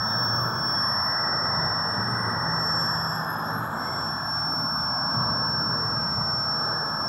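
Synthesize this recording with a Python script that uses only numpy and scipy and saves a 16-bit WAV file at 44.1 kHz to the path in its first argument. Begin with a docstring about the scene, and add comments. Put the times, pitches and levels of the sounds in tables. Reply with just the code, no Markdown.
"""A small air turbine whines in a box at the end of a freight train, run by brake-pipe air, heard from a moving hand.
The 25 blades sing as a sine with a fainter neighbour, amid noise beside the tone and faint shaft harmonics.
The exhaust is broad rushing noise, muffled steeply above a wandering edge; over it lies a faint treble hiss.
Narrow strips of the sound surface and sink. Behind, the yard rumbles as low noise and a distant engine
hums as two wavering sines."""
import sys
import numpy as np
from scipy import signal
from scipy.io import wavfile
from scipy.ndimage import uniform_filter1d, map_coordinates

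SR = 44100
rng = np.random.default_rng(int(sys.argv[2]) if len(sys.argv) > 2 else 0)


def generate_wav(signal):
    """Clip the signal to [-1, 1] and save it as 16-bit WAV at the path in sys.argv[1]."""
    frames = np.transpose(np.atleast_2d(signal))
    scaled = np.clip(frames, -1, 1) * 32767
    pcm = np.round(scaled).astype(np.int16)
    wavfile.write(sys.argv[1], SR, pcm)


N = 312228  # length [samples]
FRAME = 2048  # analysis frame [samples]
HOP_OVERLAP = FRAME * 3 // 4
BIN_HZ = SR / FRAME
HZ = np.arange(FRAME // 2 + 1)[:, None] * BIN_HZ + 1e-3  # just above zero, so its log is finite


def undb(db):
    """Turn decibels into gain."""
    return 10 ** (np.asarray(db) / 20)


def columns(table, s):
    """Read every column after the time column at times s, in straight lines between points."""
    table = np.array(table)
    return [np.interp(s, table[:, 0], column) for column in table.T[1:]]


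def colour(table):
    """Read a spectrum table at every analysis frequency, in dB over log frequency."""
    table = np.array(table)
    return np.interp(np.log(HZ), np.log(table[:, 0]), table[:, 1])


def shape(x, db_of):
    """Filter x by a gain in dB that depends on frequency and time."""
    _, s, spectrum = signal.stft(x, SR, nperseg=FRAME, noverlap=HOP_OVERLAP)
    shaped = spectrum * undb(db_of(s))
    return signal.istft(shaped, SR, nperseg=FRAME, noverlap=HOP_OVERLAP)[1][:N]


def white():
    """Make flat noise of power 1 in each Hz."""
    return rng.standard_normal(N) * np.sqrt(SR / 2)


def walk(rate):
    """Wander in straight ramps between random levels, rate of them a second."""
    k = int(SR / rate)
    held = np.repeat(rng.standard_normal(N // k + 1), k)
    return 1.072 * uniform_filter1d(held, k)[:N]


BLOTCH_HZ, BLOTCH_S = 90, .2  # patch size [Hz], [s]


def blotches(s, spread_db):
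    """Mottle noise with random dB over frequency and time, alike within a small patch."""
    rows, cols = int(SR / 2 / BLOTCH_HZ) + 2, int(s[-1] / BLOTCH_S) + 2
    grid = rng.standard_normal((rows, cols))
    return spread_db * map_coordinates(grid, np.broadcast_arrays(HZ / BLOTCH_HZ, s / BLOTCH_S), order=1)


# colour of the yard rumble: (frequency [Hz], level [dB per Hz])
RUMBLE_COLOUR = [(20, -89), (40, -77), (80, -66), (120, -56.5), (140, -58.5), (190, -62.5), (220, -59.5),
                 (270, -67), (400, -78), (1500, -130)]


def yard_rumble():
    """Low blotchy noise: the blurred bed of the distant yard."""
    return shape(white(), lambda s: colour(RUMBLE_COLOUR) + blotches(s, spread_db=4.0))


# upper engine hum, before its waver: (time [s], level [dB])
UPPER_HUM_LEVEL = [(0, -54), (1.2, -53), (1.8, -42), (2.25, -49), (2.5, -35.5), (3.2, -37), (3.7, -41.5),
                   (3.9, -50), (4.5, -40.5), (5.1, -48), (5.4, -40.5), (6.1, -47.5), (7.08, -43)]
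# bumps added to the lower engine hum: (peak time [s], time from peak to 1/e [s], level [dB])
LOWER_HUM_SWELLS = [(.3, 0.4, -37), (2.11, 0.21, -35), (2.7, 0.17, -47), (3.57, .1, -43)]
UPPER_HUM_START_HZ, UPPER_HUM_SAG_HZ_PER_S, UPPER_HUM_WAVER_DB = 168, 1.7, 1.5
LOWER_HUM_HZ, LOWER_HUM_WAVER_HZ, LOWER_HUM_BASE_DB = 118, 7, -48.5


def distant_engine(t):
    """Two sines: the upper sags in pitch and wavers in level, the lower wavers in pitch and swells."""
    upper_hz = UPPER_HUM_START_HZ - UPPER_HUM_SAG_HZ_PER_S * t
    upper = np.sin(2 * np.pi * np.cumsum(upper_hz) / SR)
    upper_gain = undb(columns(UPPER_HUM_LEVEL, t)[0] + UPPER_HUM_WAVER_DB * walk(6))
    lower_hz = LOWER_HUM_HZ + LOWER_HUM_WAVER_HZ * walk(12)
    lower = np.sin(2 * np.pi * np.cumsum(lower_hz) / SR)
    lower_gain = undb(LOWER_HUM_BASE_DB)
    for peak, half, db in LOWER_HUM_SWELLS:
        lower_gain = lower_gain + undb(db) * np.exp(-((t - peak) / half) ** 2)
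    return np.sqrt(2) * (upper_gain * upper + lower_gain * lower)  # levels are RMS


# colour of the faint hiss: (frequency [Hz], level [dB per Hz])
HISS_COLOUR = [(1500, -88), (2150, -90), (2900, -96.5), (3450, -91), (4700, -98), (5700, -101),
               (5950, -104), (6400, -98.5), (8700, -98.5), (9400, -102), (10150, -108), (11000, -103),
               (12000, -99), (16000, -100.5)]


def treble_hiss():
    """Faint treble air: noise, blotchy in pitch, that flickers a little as a whole."""
    flicker = undb(.7 * walk(24))
    return shape(white() * flicker, lambda s: colour(HISS_COLOUR) + blotches(s, spread_db=2.5))


# colour of the exhaust, relative only: (frequency [Hz], level [dB per Hz])
RUSH_COLOUR = [(150, -39), (260, -8), (391, -8.5), (598, -4.5), (649, -6), (891, 0), (993, 0.5), (1080, 2),
               (1900, -4), (2470, -16), (4180, -120)]
# overall exhaust level, before the muffling and blotches: (time [s], level [dB])
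RUSH_LEVEL = [(0, -30), (1.56, -29), (3.8, -30), (4.4, -32), (5.2, -29.5), (5.6, -31.5), (7.08, -31)]
# wandering edge above which the noise is muffled: (time [s], frequency [Hz])
MUFFLE_EDGE = [(0, 1900), (.6, 1810), (1.05, 2044), (1.5, 2090), (1.95, 1980), (2.25, 2070), (2.75, 2006),
               (3.1, 1880), (4.25, 1850), (4.75, 1740), (5.7, 1790), (6.25, 1660), (6.75, 1850),
               (7.08, 1770)]
MUFFLE_HZ_PER_DB = 8  # each 8 Hz higher costs 1 dB


def exhaust_rush():
    """Exhaust air: broad rushing noise, muffled steeply above a wandering edge."""
    def db_of(s):
        fall_start_hz = columns(MUFFLE_EDGE, s)[0] - 90
        above_hz = np.maximum(HZ - fall_start_hz, 0)
        total_db = 10 * np.log10(np.sum(undb(2 * colour(RUSH_COLOUR))) * BIN_HZ)
        level = colour(RUSH_COLOUR) - total_db + columns(RUSH_LEVEL, s)[0]
        return level - above_hz / MUFFLE_HZ_PER_DB + blotches(s, spread_db=2.0)
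    return shape(white(), db_of)


# narrow strips that surface (+) or sink (-): (start time [s], end time [s], centre [Hz], change [dB])
STRIP_MOVES = [(0, .95, 3340, 14), (0, .3, 3700, 13), (0, .65, 6150, 24), (0, .65, 6880, 12),
               (0, .4, 11310, 16), (0, 0.597, 12370, 23), (0, .75, 15660, 21), (.55, .88, 8930, 17),
               (.68, 1.12, 11290, 19), (0.744, 1.195, 380, -7), (.85, 1.28, 12300, 16),
               (1.2, 2.2, 7590, 10), (1.85, 2.5, 8905, 18.5), (2.4, 2.95, 6180, 23),
               (2.55, 3.22, 7570, 22.5), (2.545, 3.875, 11515, 24), (2.6, 7.1, 6900, 12),
               (2.6, 4.2, 3360, 8.5), (3.45, 7.1, 4040, 5.5), (5.2, 5.6, 4020, 7), (6.5, 6.8, 4000, 7),
               (3.55, 4.1, 1900, -2), (3.6, 4.3, 60, -2.5), (5.3, 6.1, 70, 2.5), (1.7, 1.9, 330, -6),
               (5.9, 6.5, 1750, -3), (3.1, 7.1, 5790, -7), (5.55, 6.0, 470, 4.5), (6.65, 6.85, 487, 7),
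               (0, .2, 400, -6.5), (3.78, 4.02, 2090, 15), (3.65, 4.08, 7640, 20),
               (3.802, 4.35, 11300, 21.5), (4.075, 4.45, 484, -12.5), (4.595, 5.148, 458, -10),
               (4.35, 4.85, 8860, 14), (4.448, 4.85, 12560, 20), (4.4, 5.9, 15500, 18),
               (5.75, 6.5, 1883, 18), (6.0, 6.6, 348, -2), (6.8, 7.1, 11320, 14)]
STRIP_WIDTH_HZ, FADE_S = 162, 0.16  # width is two standard deviations; fades centre on start and end


def strips(s):
    """Gain in dB of strips that surface and sink, each fluttering on its own."""
    db = 0
    flutter = uniform_filter1d(rng.standard_normal((len(STRIP_MOVES), len(s))), size=8)
    for (start, end, hz, change_db), shake in zip(STRIP_MOVES, flutter):
        fade = np.clip(np.minimum(s - start, end - s) / FADE_S + .5, 0, 1)
        bell = np.exp(-(2 * (HZ - hz) / STRIP_WIDTH_HZ) ** 2 / 2)
        db = db + change_db * fade * (1 + 0.38 * shake) * bell
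    return db


# pitch of the blade tone, shifted slightly by the moving hand: (time [s], frequency [Hz])
BLADE_PITCH = [(0, 5431.4), (.5, 5430.3), (3.8, 5433), (4.5, 5431), (6.4, 5431.1), (7.08, 5430)]
BLADES = 25


def shaft_turn(t):
    """Shaft angle in radians: one turn passes every blade once."""
    return 2 * np.pi * np.cumsum(columns(BLADE_PITCH, t)[0]) / SR / BLADES


# faint shaft harmonics, about which each wanders: (multiple of shaft rate, level [dB])
SHAFT_HARMONICS = [(1, -52), (3, -50), (4, -47), (6, -46), (15, -79), (17, -77), (22, -78), (23, -80),
                   (26, -67), (31, -80), (35, -80), (41, -80), (43, -80), (47, -84), (49, -78), (50, -74),
                   (51, -82), (52, -80), (53, -80), (54, -81), (56, -79), (57, -81), (58, -82), (60, -81),
                   (61, -80), (72, -82)]


def shaft_harmonics(turn):
    """Sines on whole multiples of the shaft rate, each wandering in level."""
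    total = 0
    for multiple, db in SHAFT_HARMONICS:
        start_phase = 2 * np.pi * rng.random()
        total = total + undb(db + 2.7 * walk(3.06)) * np.sin(multiple * turn + start_phase)
    return np.sqrt(2) * total  # levels are RMS


# noise bands just below and just above the blade tone: (low [Hz], high [Hz])
SIDE_BANDS = [(5150, 5378), (5430, 5593)]
# beside the blade tone; noise levels are for the band alone, before blotches:
# (time [s], next lower shaft harmonic level [dB], noise below level [dB], noise above level [dB])
BESIDE_TONE = [(0, -57, -59, -54), (.3, -58, -53, -49), (.8, -41, -49, -59), (1.0, -42, -53, -47),
               (1.6, -43, -52, -48), (2.2, -50, -49, -57), (2.6, -55, -51, -57), (2.95, -41, -48, -55),
               (3.4, -44.5, -50, -66), (3.75, -75, -64, -68), (4.05, -72, -62, -54), (4.45, -66, -59, -64),
               (4.9, -46.5, -51, -65), (5.5, -49, -50, -59), (6.0, -50, -54, -51), (7.08, -49, -52, -55)]
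SKIRT_HZ_PER_DB = 7  # each 7 Hz outside a band costs 1 dB


def tone_side_noise():
    """Two blotchy noise bands beside the blade tone, with steep skirts."""
    def db_of(s):
        power = 0
        for (low, high), db in zip(SIDE_BANDS, columns(BESIDE_TONE, s)[1:]):
            outside_hz = np.maximum(np.maximum(low - HZ, HZ - high), 0)
            power = power + undb(2 * (db - outside_hz / SKIRT_HZ_PER_DB)) / (high - low)
        return 10 * np.log10(power) + blotches(s, spread_db=2.0)
    return shape(white(), db_of)


# blade tone, swelling and dropping out as the hand moves about the box: (time [s], level [dB])
TONE_LEVEL = [(0, -30), (.22, -26.5), (.39, -27.5), (.52, -35.5), (.66, -28), (.79, -26), (.92, -27.5),
              (1.69, -28.5), (2.35, -33.5), (2.74, -26), (3.08, -32.5), (3.2, -38.5), (3.3, -53),
              (3.4, -57), (3.48, -39), (3.55, -42), (3.63, -56), (3.72, -58), (3.8, -39), (3.88, -34.5),
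              (4.1, -32), (4.22, -36), (4.33, -28.5), (4.7, -29), (5.4, -27.5), (6.05, -29), (6.49, -27),
              (6.96, -32), (7.08, -29)]


def blade_whine(t, turn):
    """Blades passing make a sine at 25 times the shaft rate; the 24th harmonic sings beside it."""
    tone_gain = undb(columns(TONE_LEVEL, t)[0] + .3 * walk(25))  # slight unsteadiness
    next_gain = undb(columns(BESIDE_TONE, t)[0])
    tones = tone_gain * np.sin(BLADES * turn) + next_gain * np.sin((BLADES - 1) * turn)
    return np.sqrt(2) * tones  # levels are RMS


def scene():
    """Mix all sources at one microphone; the strips colour everything but the whine."""
    t = np.arange(N) / SR
    turn = shaft_turn(t)
    background = yard_rumble() + distant_engine(t)
    noises = treble_hiss() + exhaust_rush() + tone_side_noise()
    bed = background + noises + shaft_harmonics(turn)
    return (shape(bed, strips) + blade_whine(t, turn))[None]


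def record(dry):
    """The recorder cuts the deep bass gently and the top sharply."""
    low_cut = signal.butter(3, 45, "high", fs=SR, output="sos")
    top_cut = signal.ellip(14, .3, 80, 15780, fs=SR, output="sos")
    return signal.sosfilt(top_cut, signal.sosfilt(low_cut, dry))


dry = scene()
out = record(dry)
generate_wav(out)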